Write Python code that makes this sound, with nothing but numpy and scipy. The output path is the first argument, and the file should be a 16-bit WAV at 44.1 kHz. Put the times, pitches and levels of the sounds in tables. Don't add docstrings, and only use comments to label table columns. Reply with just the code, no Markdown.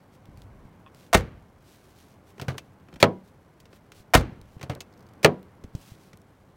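import sys
import numpy as np
from scipy import signal
from scipy.io import wavfile
from scipy.ndimage import uniform_filter1d

SR = 44100
rng = np.random.default_rng(int(sys.argv[2]) if len(sys.argv) > 2 else 0)


def wav_record(signal):
    frames = np.transpose(np.atleast_2d(signal))
    bounded = np.clip(frames, -1, 1)
    quanta = np.round(bounded * 32767).astype(np.int16)
    wavfile.write(sys.argv[1], SR, quanta)


N = 289296
TIME = np.arange(N) / SR

# frequency in Hz, T60 in seconds.
SHUT_RING = [(60, 0.5), (250, 0.37), (700, 0.15), (2000, 0.13), (6000, 0.12), (15000, 0.096)]


def from_db(db):
    return 10 ** (np.asarray(db) / 20)


def at_hz(points, hz):
    freqs_hz, values = np.transpose(points)
    return np.interp(np.log(hz), np.log(freqs_hz), values)


def band_noise(colour, envelope):
    edges_hz = np.geomspace(28, 17000, 20)
    centres_hz = np.sqrt(edges_hz[1:] * edges_hz[:-1])
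    gains = from_db(at_hz(colour, centres_hz))
    gains /= np.sqrt(np.sum(gains ** 2 * np.diff(edges_hz)) * 2 / SR)
    white, out = rng.standard_normal((2, N)), np.zeros(N)
    for k, hz in enumerate(centres_hz):
        band = signal.butter(2, edges_hz[k:k + 2], "band", fs=SR, output="sos")
        out += gains[k] * signal.sosfilt(band, white[k % 2] * envelope(hz))
    return out


def swells(movements, rise_share, fall_share, rest_db):
    power = from_db(rest_db) ** 2
    for start_s, length_s, db in movements:
        done = (TIME - start_s) / length_s
        speed = np.clip(np.minimum(done / rise_share, (1 - done) / fall_share), 0, 1)
        power = power + (from_db(db) * speed) ** 2
    return np.sqrt(power)


def grain(spread_db):
    flutter = uniform_filter1d(rng.standard_normal(N), size=100)
    return from_db(spread_db * flutter / flutter.std())


def pulses(times_s, sizes):
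    out = np.full(N, 1e-18)
    np.add.at(out, np.round(times_s * SR).astype(int), sizes)
    return out


def ring(force, hz, t60_s):
    r, w = from_db(-60 / (t60_s * SR)), 2 * np.pi * hz / SR
    return signal.lfilter([0, r * np.sin(w)], [1, -2 * r * np.cos(w), r * r], force)


def decay(times_s, gains, t60_s):
    retained = from_db(-60 / (t60_s * SR)) ** 2
    energy = signal.lfilter([1], [1, -retained], pulses(times_s, gains ** 2))
    return np.sqrt(energy)


def follow(events, pattern):
    return [tuple(np.add(event, step)) for event in events for step in pattern]


def strengths(contacts, hz):
    _, db, bass_db, treble_db = np.transpose(contacts)
    return from_db(db + bass_db / (1 + (hz / 350) ** 4) + treble_db / (1 + (2800 / hz) ** 3))


def clatter(contacts, colour, ring_times, crack_t60_s, crack_db, ring_db, rattle_db):
    times_s, rattle = np.array(contacts)[:, 0], grain(rattle_db)

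    def envelope(hz):
        drive = strengths(contacts, hz)
        crack = from_db(crack_db) * decay(times_s, drive, crack_t60_s)
        tail = from_db(ring_db) * rattle * decay(times_s, drive, at_hz(ring_times, hz))
        return np.hypot(crack, tail)
    return band_noise(colour, envelope)


def panel(contacts, modes, scatter_db):
    times_s, out = np.array(contacts)[:, 0], np.zeros(N)
    scatter = from_db(scatter_db * rng.standard_normal((len(times_s), len(modes))))
    for k, (hz, db, t60_s) in enumerate(modes):
        sign = 1 if hz < 280 else (-1) ** k
        force = pulses(times_s, strengths(contacts, hz) * scatter[:, k])
        out += sign * from_db(db) * ring(force, hz, t60_s)
    lowest_hz = min(mode[0] for mode in modes)
    return signal.sosfilt(signal.butter(4, .7 * lowest_hz, "high", fs=SR, output="sos"), out)


def traffic():
    # time in seconds, level in dB.
    drift = [(0, -55), (.6, -53), (1.6, -56), (2.5, -54.5), (3.5, -56), (4.5, -55), (5.1, -52), (6.56, -57)]
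    # frequency in Hz, density in dB.
    colour = [(15, -31), (25, -8.5), (70, -8.5), (108, 11), (149, -8.5), (190, 3.5), (270, -6), (344, -5.5),
              (818, -11), (1040, -13), (2410, -24.5), (3820, -45), (11900, -45), (16000, -46.5)]
    gain = from_db(np.interp(TIME, *np.transpose(drift)))
    return band_noise(colour, lambda hz: gain)


def microphone_rumble():
    # start in seconds, length in seconds, level in dB.
    surges = [(.27, 0.43, -50), (1.27, 0.19, -50.5), (4.28, 0.24, -50.5)]
    # frequency in Hz, density in dB.
    colour = [(30, -1.5), (80, 0), (160, -9.5), (400, -26.5), (1500, -63), (15000, -90.5)]
    gain = swells(surges, rise_share=0.053, fall_share=0.59, rest_db=-68.5)
    return band_noise(colour, lambda hz: gain)


def handling():
    # start in seconds, length in seconds, level in dB.
    strokes = [(.11, 0.065, -67.5), (.34, .13, -71.5), (.92, 0.19, -63), (1.6, .24, -62.5),
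               (1.76, .24, -67), (1.93, 0.15, -61.5), (2.02, 0.16, -67.5), (2.25, 0.083, -65),
               (2.28, 0.45, -69), (3.22, 0.11, -70.5), (3.71, 0.083, -64.5), (3.92, 0.12, -60.5),
               (4.41, 0.22, -70.5), (5.73, 0.26, -58.5), (5.93, 0.21, -65)]
    # frequency in Hz, density in dB.
    sleeve_colour = [(300, -27.5), (1200, -3), (3000, 2.5), (5500, -0.5), (9000, -4.5), (15000, -6.5)]
    # time in seconds, relative level in dB.
    ticks = [(0.2557, -45.5), (0.3735, -42), (0.419, -42.5), (0.9469, -42), (4.414, -38), (4.7507, -29.5),
             (5.1356, -46.5), (5.429, -42.5), (6.1727, -41), (6.2168, -47)]
    bumps = [(0.289, -35.5), (0.653, -34), (4.003, -37.5), (4.567, -27.5), (5.644, -26), (5.75, -17),
             (5.919, -31)]
    rub = swells(strokes, rise_share=0.357, fall_share=0.35, rest_db=-75) * grain(spread_db=2.2)
    tick_s, tick_db = np.transpose(ticks)
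    envelope = rub + decay(tick_s, from_db(tick_db - 7.5), t60_s=0.0074)
    bump_s, bump_db = np.transpose(bumps)
    thuds = ring(pulses(bump_s, from_db(bump_db)), hz=119, t60_s=0.03)
    return band_noise(sleeve_colour, lambda hz: envelope) + thuds


def dry_hinge(creak_step_s=0.0065, creak_loss_db=1.5, swing_s=(4.91, 5.10), slips_per_s=40):
    # start in seconds, then level, bass and treble in dB.
    creak_start = [(.863, -47, 0, -2)]
    # frequency in Hz, level in dB, T60 in seconds.
    hinge_modes = [(1060, 2, 0.023), (1820, -9, 0.013), (2550, -8, 0.025), (3420, -4, .014)]
    # frequency in Hz, density in dB.
    slip_colour = [(100, -6), (450, 4.5), (1200, -8), (2500, -10), (4200, 0.5), (6000, 1), (8000, -12),
                   (15000, -9)]
    creak = follow(creak_start, [(k * creak_step_s, -k * creak_loss_db, 0, 0) for k in range(4)])
    slip_s = np.arange(*swing_s, 1 / slips_per_s)
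    jitter, size = rng.standard_normal((len(slip_s), 2)).T
    scratch = decay(slip_s + .25 * jitter / slips_per_s, from_db(-59 + 1.5 * size), t60_s=.025)
    return band_noise(slip_colour, lambda hz: scratch) + panel(creak, hinge_modes, scatter_db=5.5)


def slams():
    # time in seconds, then level, bass and treble in dB.
    catches = [(1.1294, -13, -0.5, 0), (4.1366, -9, 0.5, -0.5)]
    shuts = [(1.1490, -10, -1.5, -.5), (4.1520, -9, .5, 0.5)]
    # offset in seconds, then level, bass and treble in dB.
    pawl_steps = [(0, -2, -12, -3.5), (.0045, 0, -16, 2)]
    home_steps = [(-.006, 1.5, -15.5, -6), (-.0027, 2, -10, -0.5), (0, 0, 6.5, 1.5), (0.023, -20, 2, 7.5),
                  (.058, -26, -10, -2)]
    # frequency in Hz, density in dB.
    crash_colour = [(60, -15), (200, -5.5), (450, -1.5), (750, -1.5), (1400, -4), (2200, -9.5), (4000, -12),
                    (5500, -17), (7000, -17.5), (10000, -23), (15000, -25.5)]
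    # frequency in Hz, relative level in dB, T60 in seconds.
    catch_modes = [(686, -2, 0.081), (1350, -8, .016), (1860, -12, 0.049), (2380, -12, .035)]
    shut_modes = [(57, -12.5, 0.25), (87.5, -13.5, 0.28), (104, -19.5, 0.3), (126, -17, 0.36),
                  (130.1, -7.5, 0.037), (159.6, -18, 0.26), (186, -19.5, 0.17), (253, -14, 0.18),
                  (282, -21.5, 0.2), (347, -19.5, 0.15), (459, -18, 0.26), (504, -18.5, 0.24),
                  (636, -11, 0.086), (689, -10.5, 0.042), (776, -11, 0.076), (1307, -8, 0.06),
                  (1479, -10, 0.046), (1844, -15, 0.088), (2110, -13, 0.094), (2324, -18.5, 0.12),
                  (2700, -20, 0.077), (3790, -20, 0.056), (6400, -23, 0.067)]
    home = follow(shuts, home_steps)
    contacts = follow(catches, pawl_steps) + home
    crash = clatter(contacts, crash_colour, SHUT_RING,
                    crack_t60_s=0.02, crack_db=1.5, ring_db=-13.5, rattle_db=2.5)
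    boom = from_db(-2) * panel(home, shut_modes, scatter_db=1.5)
    knock = from_db(1) * panel(catches, catch_modes, scatter_db=0.9)
    return crash + boom + knock + street_echo(contacts, echo_db=-34, t60_s=0.52, delay_s=0.059)


def street_echo(contacts, echo_db, t60_s, delay_s):
    # frequency in Hz, density in dB.
    colour = [(60, -2.5), (200, 10.5), (700, -3), (2000, -9.5), (4000, -22.5), (7000, -41.5),
              (15000, -50.5)]
    arrivals_s = np.array(contacts)[:, 0] + delay_s
    return from_db(echo_db) * band_noise(colour, lambda hz: decay(arrivals_s, strengths(contacts, hz), t60_s))


def latch_and_clicks(roller_step_s=0.0033, roller_loss_db=0.5):
    # time in seconds, then level, bass and treble in dB.
    pulls = [(2.3971, -31.5, 0.5, 0.5), (4.6116, -32.5, -1, -2)]
    lone_hits = [(2.5804, -28.5, -57, -3.5), (2.8852, -44, -1, -15), (2.9269, -43.5, 16.5, -15),
                 (2.9396, -43.5, 0, -6), (2.9586, -40.5, 6, -8.5), (3.6011, -55.5, 10, 8.5),
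                 (3.655, -49, 1, -4.5), (3.729, -46, -3, -13.5), (3.9190, -44.5, -8, 0),
                 (4.8052, -34.5, -8, 4.5), (5.638, -48.5, 24.5, -0.5), (5.7510, -54.5, 22.5, 11.5),
                 (6.1307, -45.5, 8, -5)]
    # offset from the pull in seconds, then level, bass and treble in dB.
    linkage_steps = [(-.017, -10.5, 5, -12), (0, -0.5, -19, -10), (0.0172, -3.5, -9, 1.5)]
    release_steps = [(0, -6.5, -3, -14), (.0215, -5, 3, 2.5), (.05, -16, 6, -7), (0.0849, 8.5, -.5, -2),
                     (.12, -8, -10, -5), (.146, -5.5, -10, -23)]
    # start in seconds, length in seconds, level in dB.
    ramps = [(3.001, .02, -35.5), (5.2298, .012, -31.5)]
    # frequency in Hz, density in dB.
    pop_colour = [(50, -20), (90, -9.5), (140, -6.5), (220, -8), (470, -5), (750, -10), (1100, -10.5),
                  (2200, -15.5), (5000, -25), (9000, -35), (15000, -38)]
    click_colour = [(100, 0), (400, 6.5), (800, -7), (1500, -4), (3200, -5), (4500, -10), (6000, -6.5),
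                    (9000, -18.5), (15000, -19.5)]
    # frequency in Hz, T60 in seconds.
    click_ring = [(100, 0.059), (1000, 0.047), (4000, 0.062), (15000, 0.048)]
    # frequency in Hz, relative level in dB, T60 in seconds.
    door_modes = [(93, -12.5, 0.22), (131.5, -2, 0.16), (154, -9, 0.14), (449.7, -20, 0.29),
                  (737, -11, 0.068)]
    rod_modes = [(700, -10.5, 0.072), (1060, -16.5, .06), (1440, -15.5, .05), (2390, -9.5, 0.053),
                 (2640, -14, 0.1), (3120, -12.5, 0.051), (3700, -16, 0.045), (5300, -13.5, 0.02),
                 (6450, -13.5, 0.045)]
    release = follow(pulls, release_steps)
    pop = clatter(release, pop_colour, SHUT_RING,
                  crack_t60_s=0.049, crack_db=-3.5, ring_db=-8, rattle_db=2)
    pop += from_db(4) * panel(release, door_modes, scatter_db=0.5)
    roller = [(start_s + after_s, db - roller_loss_db * k, 0, 0)
              for start_s, length_s, db in ramps
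              for k, after_s in enumerate(np.arange(0, length_s, roller_step_s))]
    contacts = follow(pulls, linkage_steps) + roller + lone_hits
    clicks = clatter(contacts, click_colour, click_ring,
                     crack_t60_s=0.028, crack_db=1, ring_db=-5, rattle_db=3)
    return pop + clicks + from_db(-4.5) * panel(contacts, rod_modes, scatter_db=2)


def hinge_check(low_cut_hz=129):
    # time in seconds, then level, bass and treble in dB.
    detents = [(3.0272, -1.5, 0.5, -0.5), (5.2460, -1, 0, 2)]
    # offset in seconds, then level, bass and treble in dB.
    snap_steps = [(0, 0.5, 1, 1), (0.013, -9.5, -3, -5)]
    # frequency in Hz, density in dB.
    clunk_colour = [(40, -37), (100, -18), (200, -5.5), (550, 1.5), (950, -3.5), (1400, -3), (2600, -4),
                    (4500, -14), (7000, -21.5), (10000, -29), (15000, -28.5)]
    # frequency in Hz, T60 in seconds.
    open_ring = [(60, 0.17), (250, 0.34), (700, 0.21), (1500, 0.084), (4000, 0.059), (15000, 0.046)]
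    # frequency in Hz, relative level in dB, T60 in seconds.
    open_modes = [(600, 0, .014), (84, -24, .2), (104, -19, .23), (135, -22, .2), (156, -13, .21),
                  (242, -19, .24), (330, -20, .17), (404, -12, .16), (432, -14, .17), (487, -12, .18),
                  (565, -12, .14), (660, -12, .12), (780, -19, .11), (1080, -27, .16), (1250, -18, .1),
                  (1420, -18, .07), (1790, -21, .06), (2365, -16, .06), (2650, -19, .05), (4400, -21, .04),
                  (188, -27, .45), (974, -27.5, .29)]
    contacts, snaps = follow(detents, snap_steps), follow(detents, snap_steps[:1])
    clunk = clatter(contacts, clunk_colour, open_ring,
                    crack_t60_s=0.015, crack_db=0.5, ring_db=-13, rattle_db=1)
    door = from_db(-1) * panel(snaps, open_modes, scatter_db=2.13)
    echo = street_echo(snaps, echo_db=-40, t60_s=0.36, delay_s=0.027)
    return signal.sosfilt(signal.butter(2, low_cut_hz, "high", fs=SR, output="sos"), clunk + door + echo)


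def scene():
    hits = slams() + hinge_check() + dry_hinge() + latch_and_clicks()
    return (hits + handling() + traffic() + microphone_rumble())[None]


def record(dry):
    cutoff_hz = 15900
    clipped = dry / (1 + dry ** 6) ** (1 / 6)
    return signal.sosfilt(signal.ellip(10, .1, 80, cutoff_hz, fs=SR, output="sos"), clipped)


dry = scene()
out = record(dry)
wav_record(out)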